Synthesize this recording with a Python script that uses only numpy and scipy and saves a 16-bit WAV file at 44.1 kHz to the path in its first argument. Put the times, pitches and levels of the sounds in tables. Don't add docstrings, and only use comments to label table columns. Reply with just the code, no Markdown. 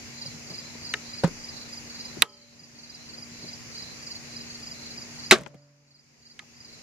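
import sys
import numpy as np
from scipy import signal
from scipy.fft import rfft, irfft
from scipy.io import wavfile
from scipy.ndimage import uniform_filter1d

SR = 44100
rng = np.random.default_rng(int(sys.argv[2]) if len(sys.argv) > 2 else 0)


def voltage_ratio(level):
    return 10 ** (np.asarray(level, float) / 20)


def log_audio(samples):
    frames = np.atleast_2d(samples).T
    limited = np.clip(frames, -1, 1)
    pcm = np.round(limited * 32767).astype(np.int16)
    wavfile.write(sys.argv[1], SR, pcm)


N = 300762

# (time [s], level [dB], colour (frequency [Hz], density [dB per Hz]),
# decay (frequency [Hz], t60 [s]), modes (frequency [Hz], level [dB], t60 [s]), left-right [dB])
SHOT = (5.3103, -5.5, [(59, -52.5), (100, -21.5), (431, -15), (1670, -5), (2110, -1), (3300, -8.5),
         (3900, -5), (4720, -11), (7220, -13.5), (8920, -16.5), (9710, -21), (14200, -30), (15800, -31)],
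         [(200, 0.048), (1000, 0.034), (3000, .026), (8000, .03), (15000, .03)], [(2020, 7.5, 0.015),
         (3920, -9, .015), (1545, -12, 0.12)], -0.92)


def evened(x):
    return x / np.sqrt(np.mean(x ** 2) + 1e-20)


def read(points, hz):
    f, value = np.transpose(points)
    return np.interp(np.log(hz + 1), np.log(f + 1), value)


def add(mix, s, pair, pan_db, count=1):
    pair = pair * voltage_ratio([[pan_db / 2], [-pan_db / 2]])
    for side, late in enumerate((count, 0)):
        part = mix[side, round(s * SR) + late:][:pair.shape[1]]
        part += pair[side, :len(part)]


def resonate(x, hz, width):
    turn = np.exp(2j * np.pi * hz * np.arange(x.shape[-1]) / SR)
    r = np.exp(-np.pi * width / SR)
    once = signal.lfilter([1 - r], [1, -r], x / turn)
    twice = signal.lfilter([1 - r], [1, -r], once)
    return 2 * (turn * twice).real


def rings(modes, seconds, cycles=0.36):
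    t = np.arange(round(seconds * SR)) / SR
    total = np.zeros(len(t))
    for (hz, db, t60), phase in zip(modes, rng.random(len(modes))):
        level = voltage_ratio(db - 60 * t / t60) * (1 - np.exp(-t * hz / cycles))
        total += level * np.sin(2 * np.pi * (hz * t + phase))
    return total


def yard():
    # (frequency [Hz], density [dB per Hz])
    hiss = [(18, -52), (30, -25), (111, -2.5), (183, -10), (232, -10), (483, -13), (1610, -20),
            (2800, -16.5), (3110, -22.5), (3700, -21.5), (4730, -12.5), (6830, -14), (7990, -36.5),
            (9600, -29.5), (14200, -36.5), (15800, -43)]
    # (frequency [Hz], coherence)
    likeness = [(60, -0.084), (130, 1), (290, 0.43), (640, 0.23), (1410, 0.05), (3100, -0.22),
                (6820, -0.098), (15000, 0.01)]
    # (frequency [Hz], left-right [dB])
    balance = [(60, -1), (110, -0.5), (200, 1), (380, 6), (700, 1.5), (1290, 3), (2380, 11.5), (4400, -3.5),
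               (8120, -2.5), (15000, 0.5)]
    # (frequency [Hz], width [Hz], level [dB], left-right [dB])
    choruses = [
        (2100, 1000, -58, 14.5),
        (4780, 350, -57, -2.5),
        (6660, 500, -58.5, -2.5),
        (9300, 1300, -73, -2.5),
        (139.6, 21, -58, 1.5),
    ]
    # (frequency [Hz], width [Hz], level [dB])
    motor = [(236.4, 3.1, -51.5), (296, 4, -66.5)]
    hiss_db, edge_hz, edge_db = -44, 7700, 11

    frames, hz = N // 256 + 5, np.fft.rfftfreq(1024, 1 / SR)
    a, b, c, d, patches = rng.standard_normal((frames, 513, 5)).T
    patches = evened(uniform_filter1d(uniform_filter1d(patches, 10, 0), 12, 1))
    same = np.clip(read(likeness, hz), -1, 1)[:, None]
    left = a + 1j * b
    right = same * left + np.sqrt(1 - same ** 2) * (c + 1j * d)
    edge = edge_db * np.clip((hz - 6800) / 900, 0, 1) * (hz < edge_hz)
    colour_db = read(hiss, hz)[:, None] + 1.1 * patches + edge[:, None]
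    sides = voltage_ratio(np.outer([.5, -.5], read(balance, hz)))[:, :, None]
    z = np.array([left, right]) * voltage_ratio(colour_db) * sides
    out = voltage_ratio(hiss_db) * evened(signal.istft(z, nperseg=1024, noverlap=768)[1][:, :N])
    for f, width, db, pan_db in choruses:
        band = evened(resonate(rng.standard_normal((2, N)), f, width))
        out += voltage_ratio(db) * voltage_ratio([[pan_db / 2], [-pan_db / 2]]) * band
    for f, width, db in motor:
        tone = np.sqrt(2) * np.sin(2 * np.pi * f * np.arange(N) / SR)
        out += voltage_ratio(db) * (tone + .25 * evened(resonate(rng.standard_normal(N), f, width)))
    return out


def far_cricket():
    # (middle [s], level [dB])
    far_chirps = [(.25, -49), (.67, -50), (1.1, -50.5), (1.6, -48.5), (2.05, -49), (2.47, -49.5),
                  (2.98, -48), (3.42, -51), (3.85, -47.5), (4.36, -50.5), (4.84, -49.5), (5.501, -57),
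                  (5.93, -67), (6.3, -65), (6.751, -51)]
    seconds = .3
    t = np.arange(N) / SR
    level = sum(voltage_ratio(db) * np.cos(np.pi * np.clip((t - s) / seconds, -.5, .5)) for s, db in far_chirps)
    throb = 1 + 0.19 * np.sin(2 * np.pi * 23 * t)
    band = resonate(rng.standard_normal((2, N)), 4106, 310)
    return voltage_ratio([[-2.5], [2.5]]) * level * evened(throb * band)


def click(s, db, hz, t60, pan_db, sharp):
    t = np.arange(SR // 8) / SR
    a, b = rng.standard_normal((2, len(t)))
    puff = np.array([a, a + 0.31 * b]) * voltage_ratio(-60 * t / max(t60, .005))
    puff = np.diff(resonate(puff, hz, hz / sharp), prepend=0)
    return s, voltage_ratio(db) * puff / abs(puff).max(), pan_db


def high_insect():
    pips = [.2694, .5494, .8545, 1.1694, 1.4541, 1.7389, 2.0472, 2.9542, 3.1994, 3.454, 3.7434, 4.0243,
            4.3306, 4.5955, 4.9102, 5.1494]
    out = np.zeros((2, N))
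    for s, w in zip(pips, rng.standard_normal(len(pips))):
        add(out, *click(s, -52, 9420 + 180 * w, .05, -2, sharp=24.0))
    return out


def cricket(strokes, seconds, hold, top, drop, slide, octave_db, echo_db, pan_db, count):
    out, t = np.zeros((2, N)), np.arange(round(seconds * SR)) / SR
    u = t / seconds
    shape = np.sin(np.pi * np.minimum(u / hold, 1)) ** 1.4
    shape = shape + slide * np.sin(np.pi * u) * (u > .8 * hold)
    for s, db, hz in strokes:
        turns = np.cumsum(hz * (1.008 - drop * (u - top) ** 2)) / SR + rng.random()
        stroke = np.sin(2 * np.pi * turns) + voltage_ratio(octave_db) * np.sin(4 * np.pi * turns)
        add(out, s, voltage_ratio(db) * shape * stroke * [[1], [1]], pan_db, count=count)
    tail = rng.standard_normal((2, 6000)) * voltage_ratio(-60 * np.arange(6000) / SR / .2)
    echo = signal.fftconvolve(out, tail / np.linalg.norm(tail[0]), axes=1)[:, :N]
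    return out + voltage_ratio(echo_db) * echo


def second_cricket():
    # (time [s], level [dB], full strokes [count])
    second_chirps = [(0.219, -38, 2), (.504, -40, 2), (0.864, -36.5, 2), (1.192, -37, 2), (1.569, -41, 2),
                     (1.902, -40, 3), (2.325, -39, 3), (2.79, -37, 2), (3.092, -37.5, 2), (3.424, -40, 2),
                     (3.751, -38, 2), (4.109, -36.5, 2), (4.503, -38.5, 2), (4.863, -39.5, 2),
                     (5.192, -38, 2), (5.594, -47.5, 2), (5.91, -36, 2), (6.255, -37, 2), (6.685, -40.5, 2)]
    gap_s, soft_s, soft_db = .046, .04, -5
    strokes = [(s - soft_s, db + soft_db, 4500) for s, db, _ in second_chirps]
    for s, db, full in second_chirps:
        strokes += [(s - .006 + gap_s * k, db + 2.5, 4540) for k in range(round(full))]
    return cricket(strokes, .028, .5, top=.25, drop=.3, slide=.8, octave_db=-28, echo_db=-10,
                   pan_db=-3.0, count=4)


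def near_cricket():
    # (time [s], gap to second stroke [s], lead-in below full [dB])
    near_chirps = [(0.2155, 0.043, 7.5), (0.5393, .0434, 4), (0.847, .0443, 12), (1.1348, 0.044, 6),
                   (1.4405, 0.047, 7), (1.729, 0.044, 12), (2.0043, 0.047, 8), (2.2936, .0449, 29),
                   (2.593, .0423, 30), (2.8967, 0.048, 8.5), (3.18, .0444, 7.5), (3.4859, 0.046, 30),
                   (3.7757, .0459, 30), (4.0671, .0468, 5), (4.364, .0443, 8), (4.6687, 0.045, 2.5),
                   (4.976, 0.041, 9), (5.2613, 0.04, 8), (5.576, .0434, 30), (5.9438, 0.046, 13),
                   (6.2656, 0.048, 7), (6.6038, .0419, 6)]
    full_db, full_hz, lead_s, flat_hz_per_db = -32.5, 4875, .0395, 13
    wobble_db, wobble_hz = .8, 8.7
    startle_s, startle_db = .35, -5
    strokes = []
    for (s, gap, soft), w in zip(near_chirps, rng.standard_normal((len(near_chirps), 4))):
        lead_db = full_db - soft
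        strokes.append((s - lead_s - 0.033, lead_db - 8.5, 4600))
        strokes.append((s - lead_s, lead_db, full_hz - flat_hz_per_db * min(soft, 10)))
        timid_db = startle_db * (.1 < s - SHOT[0] < startle_s)
        for k in (0, 1):
            db = full_db + wobble_db * w[k] + timid_db
            strokes.append((s + k * gap, db, full_hz + wobble_hz * w[k + 2]))
    strokes = [(s - .0048, db, hz) for s, db, hz in strokes]
    return cricket(strokes, .031, .66, top=.33, drop=0.42, slide=.36, octave_db=-26, echo_db=-12.0,
                   pan_db=-2.5, count=2)


def gain_control_db():
    # (time [s], sudden drop [dB], further sink [dB], hold [s])
    ducks = [
        (2.227, 15, -0.9, 0.17),
        (5.315, 14.5, 9.5, 0.49),
    ]
    drop_s, sink_s, recover_db_per_s, ease_s, knee_db, rest_db = .012, .15, 20, 0.068, 5.5, -0.47
    out = np.full(N, rest_db)
    for s, drop_db, sink_db, hold in ducks:
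        t = np.maximum(np.arange(N) / SR - s, 0)
        down = drop_db + sink_db * (1 - np.exp(-t / sink_s))
        up = recover_db_per_s * ease_s * np.logaddexp(0, (t - hold) / ease_s)
        out -= np.minimum(t / drop_s, 1) * knee_db * np.logaddexp(0, (down - up) / knee_db)
    return out


def woods():
    start_s, db, t60 = 5.4, -67, 3.0
    t = np.arange(N - round(start_s * SR)) / SR
    wash = evened(resonate(rng.standard_normal((2, len(t))), 900, 1800))
    return start_s, voltage_ratio(db - 60 * t / t60) * wash, 0


def slap(s, db, hz, hold, t60):
    t = np.arange(SR // 5) / SR
    level = (1 - np.exp(-t / .0015)) * voltage_ratio(db - 60 * np.maximum(t - hold, 0) / t60 - 100 * t)
    tone = np.sin(2 * np.pi * hz * t * (1 - .3 * t))
    return s, level * tone * [[1], [1]], 2.5 if hz > 300 else -4.0


def snap(s, db, colour, decay, modes, pan_db, same=0.49):
    size = SR // 3
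    hz, t = np.fft.rfftfreq(size, 1 / SR), np.arange(size) / SR
    a, b = rng.standard_normal((2, size))
    z = rfft(np.array([a, same * a + np.sqrt(1 - same ** 2) * b]))
    centres, burst = np.geomspace(40, 18000, 24), 0
    place = np.interp(np.log(hz + 1), np.log(centres), np.arange(24))
    for k, centre in enumerate(centres):
        t60 = np.clip(read(decay, centre), .008, .5)
        shape = voltage_ratio(-60 * t / t60) * (1 - np.exp(-t * centre / 2))
        share = np.clip(1 - abs(place - k), 0, 1) * voltage_ratio(read(colour, hz))
        band = irfft(z * share, size) * shape
        burst = burst + band * np.linalg.norm(share) / np.linalg.norm(band)
    burst = burst / np.sqrt(np.mean(burst[:, :220] ** 2))
    return s, voltage_ratio(db) * (burst + 1.19 * rings(modes, size / SR)), pan_db


def bow():
    tap = (.9383, -20.5, [(120, -44), (200, -20), (455, -16), (1040, -15.5), (1700, 2), (3460, -10),
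            (3800, -2), (4310, -15.5), (6450, -16), (7600, -20), (15800, -47)], [(400, 0.09), (1200, 0.031),
            (2000, 0.03), (4000, 0.015), (10000, .012)], [(1835, -1, 0.029), (2860, 0, 0.014),
            (3800, 1, 0.019), (1300, -23, 0.19), (422, -21.5, 0.13)], 1.6)
    knock = (1.2355, -23, [(180, -36), (300, -3.5), (545, -8), (735, -14), (812, -6.5), (1310, -17),
              (1520, -16), (2630, -27), (4410, -27), (15800, -58)], [(300, 0.058), (800, 0.093),
              (2000, 0.12), (6000, 0.091)], [(170, 0, 0.03), (540, 7.5, 0.065), (890, -5, .05),
              (30, -23, .7)], 0)
    safety = (2.221, -8.5, [(35, -54), (60, -26), (663, -22), (1030, -13), (1370, -12), (2330, -5.5),
               (2810, -4), (3390, -12.5), (3720, 2.5), (5400, -21), (7490, -12), (12800, -13),
               (15800, -29)], [(100, 0.073), (500, 0.054), (1200, 0.036), (2500, 0.014), (4000, 0.011),
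               (12000, 0.0072)], [(2340, 0, 0.013), (1900, -3, .012), (926, -22, 0.04), (451, -31, .12)], -5)
    safety_echo = (2.228, -39, [(180, -40), (300, -13.5), (1090, -12.5), (1230, 1.5), (1400, -13),
                    (3170, -10), (11500, -28.5), (15000, -41.5)], [(500, 0.16), (3000, 0.088),
                    (12000, 0.12)], [(400, -17, 0.56)], -1)
    limbs = (5.319, -11.5, [(24, -64), (40, -38), (255, -23.5), (390, -9), (513, -12), (805, -11),
              (935, -29), (1140, -7.5), (1880, -12), (3350, -14), (3890, -15), (4300, -16.5), (7280, -21),
              (7840, -24), (15800, -45)], [(60, .3), (200, 0.16), (500, 0.086), (1500, 0.11), (4000, .075),
              (12000, .085)], [(420, -14, 0.15), (226.2, -4.5, .1), (643, -7, .12), (1140, -9.5, 0.1),
              (790, -9, .1)], 0)
    shot_echo = (5.33, -36.5, [(35, -44), (60, -17), (149, -4), (399, -13.5), (629, -4.5), (721, -20.5),
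                  (886, -13.5), (970, -14.5), (6900, -24.5), (14000, -47)], [(100, .45), (700, 0.36),
                  (4000, 0.3), (12000, .22)], [(147, -10.5, .3)], 0)
    impact = (5.462, -41, [(59, -29), (100, -6), (1180, -6), (2140, -11), (2730, -11), (3010, -13),
               (3330, -21), (6850, -27), (12000, -54), (15600, -81), (22000, -120)], [(200, 0.048),
               (1000, 0.03), (3000, 0.018), (10000, 0.012)], [(151, -13, 0.068)], 15)
    tick = (6.3915, -36, [(350, -44), (600, -21), (1630, -7.5), (1910, -0.5), (2460, -10.5), (3750, -9.5),
             (5420, -21), (7150, -18), (14000, -50)], [(800, 0.043), (2000, 0.025), (5000, 0.023),
             (12000, 0.0145)], [(1240, -14, 0.11)], -3.1)
    # (start [s], level [dB], modes (frequency [Hz], level [dB], t60 [s]))
    safety_ring = (2.224, -46.5, [(483, -3, 0.24), (581, -12, 2), (845, -12, 0.7), (1028, -7.5, .4),
                    (1227, -3, .25), (1294, 0, 0.31), (3095, -13, 0.9), (3252, -11, .4)])
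    string_ring = (5.33, -45, [(142, -4.5, 2.6), (285, -14, 2.5), (582, -2, 1.2), (624, -11, .4),
                    (1044, -2, .25), (1308, -4.5, .13), (473, -21, 1.2), (516, -20, 1.1), (698, -22, 1.3)])
    # (time [s], peak [dB], pitch [Hz], left-right [dB])
    rattles = [(1.2437, -22, 1530, 8), (1.2784, -37, 1200, 13), (5.3784, -37.5, 6700, -1),
               (5.3852, -32, 6700, -1), (5.3864, -40.5, 1520, 8.5), (5.4108, -37, 6790, -3.5),
               (5.4112, -38, 1750, 8.5), (5.4163, -44, 6220, -5), (5.435, -36.5, 6090, -1),
               (5.4352, -41, 1900, 9.5), (5.473, -40.5, 6060, -3), (5.4804, -44, 6100, -0.5),
               (5.5446, -51, 2100, -6), (6.424, -51, 2100, 4.0)]
    bumps = [(.254, -41.5, 528, 8), (0.26, -40, 138, 0), (0.283, -37, 140, -3), (.35, -35.5, 142, -2),
             (.508, -33.5, 170, -1), (.519, -43.5, 540, 9), (.754, -39, 240, 2), (.754, -40.5, 450, 12),
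             (1.277, -29, 400, 10), (1.313, -37, 221, 10), (2.172, -35, 350, 12.0), (2.19, -36.5, 170, -4),
             (2.629, -45.5, 147, 0), (3.184, -45.5, 400, 14), (3.199, -46, 129, 2), (3.439, -37.5, 156, -1),
             (3.444, -38.5, 383, 11), (5.415, -35, 164, 2), (5.543, -45.5, 581, 5),
             (5.554, -39.5, 135, -2.5), (6.425, -49.5, 750, 7)]
    chatter = [(1.2388, -34, 10000, -3), (1.2448, -28, 7000, -3), (1.2765, -37, 7000, -2),
               (1.278, -44, 11000, -2), (1.287, -40, 1500, 5), (2.2225, -15, 2750, -3),
               (2.2252, -16, 3750, -3), (2.2245, -16, 1150, 5), (5.313, -6, 3900, -3),
               (5.3168, -15, 2400, -1), (5.3178, -10, 3800, -3), (5.3245, -13, 3900, -3),
               (5.3295, -16, 6200, -1), (5.333, -12, 3850, -3), (5.3405, -17, 3800, -3),
               (5.3505, -22, 3700, -2), (5.3555, -22, 1600, 0), (5.4175, -48, 11000, -2),
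               (5.5445, -59, 6000, 0), (5.553, -59, 3000, 0)]
    # (time [s], level [dB], frequency [Hz], hold [s], t60 [s])
    slaps = [
        (5.3185, -12, 377, .02, .05),
        (1.2415, -10.5, 171, .006, .1),
    ]

    out = np.zeros((2, N))
    for hit in (tap, knock, safety, safety_echo, SHOT, limbs, shot_echo, impact, tick):
        add(out, *snap(*hit))
    for s, db, modes in (safety_ring, string_ring):
        add(out, s, voltage_ratio(db) * rings(modes, 1.8, cycles=3.5)[None] * [[1], [1]], -1.0)
    for s, db, hz, pan_db in rattles:
        add(out, *click(s, db - 3.0, hz, .01, pan_db, sharp=1.9))
    add(out, *woods())
    for s, db, hz, pan_db in bumps:
        add(out, *click(s - 1.1 / hz, db, hz, .062, pan_db, sharp=1.8))
    for s, db, hz, pan_db in chatter:
        add(out, *click(s, db, hz, .014, pan_db, sharp=4.0))
    for ring in slaps:
        add(out, *slap(*ring))
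    return out


def scene():
    background = yard() + near_cricket() + second_cricket() + far_cricket() + high_insect()
    return background * voltage_ratio(gain_control_db()) + bow()


def top_cut(x):
    return signal.sosfilt(signal.butter(12, 15830, fs=SR, output="sos"), x)


def record(dry):
    edge = signal.firwin(511, 15780, window=("kaiser", 9), fs=SR)[None]
    limited = signal.oaconvolve(np.clip(dry, -1, 1), edge, "same")
    return top_cut(np.clip(limited, -1, 1))


dry = scene()
out = record(dry)
log_audio(out)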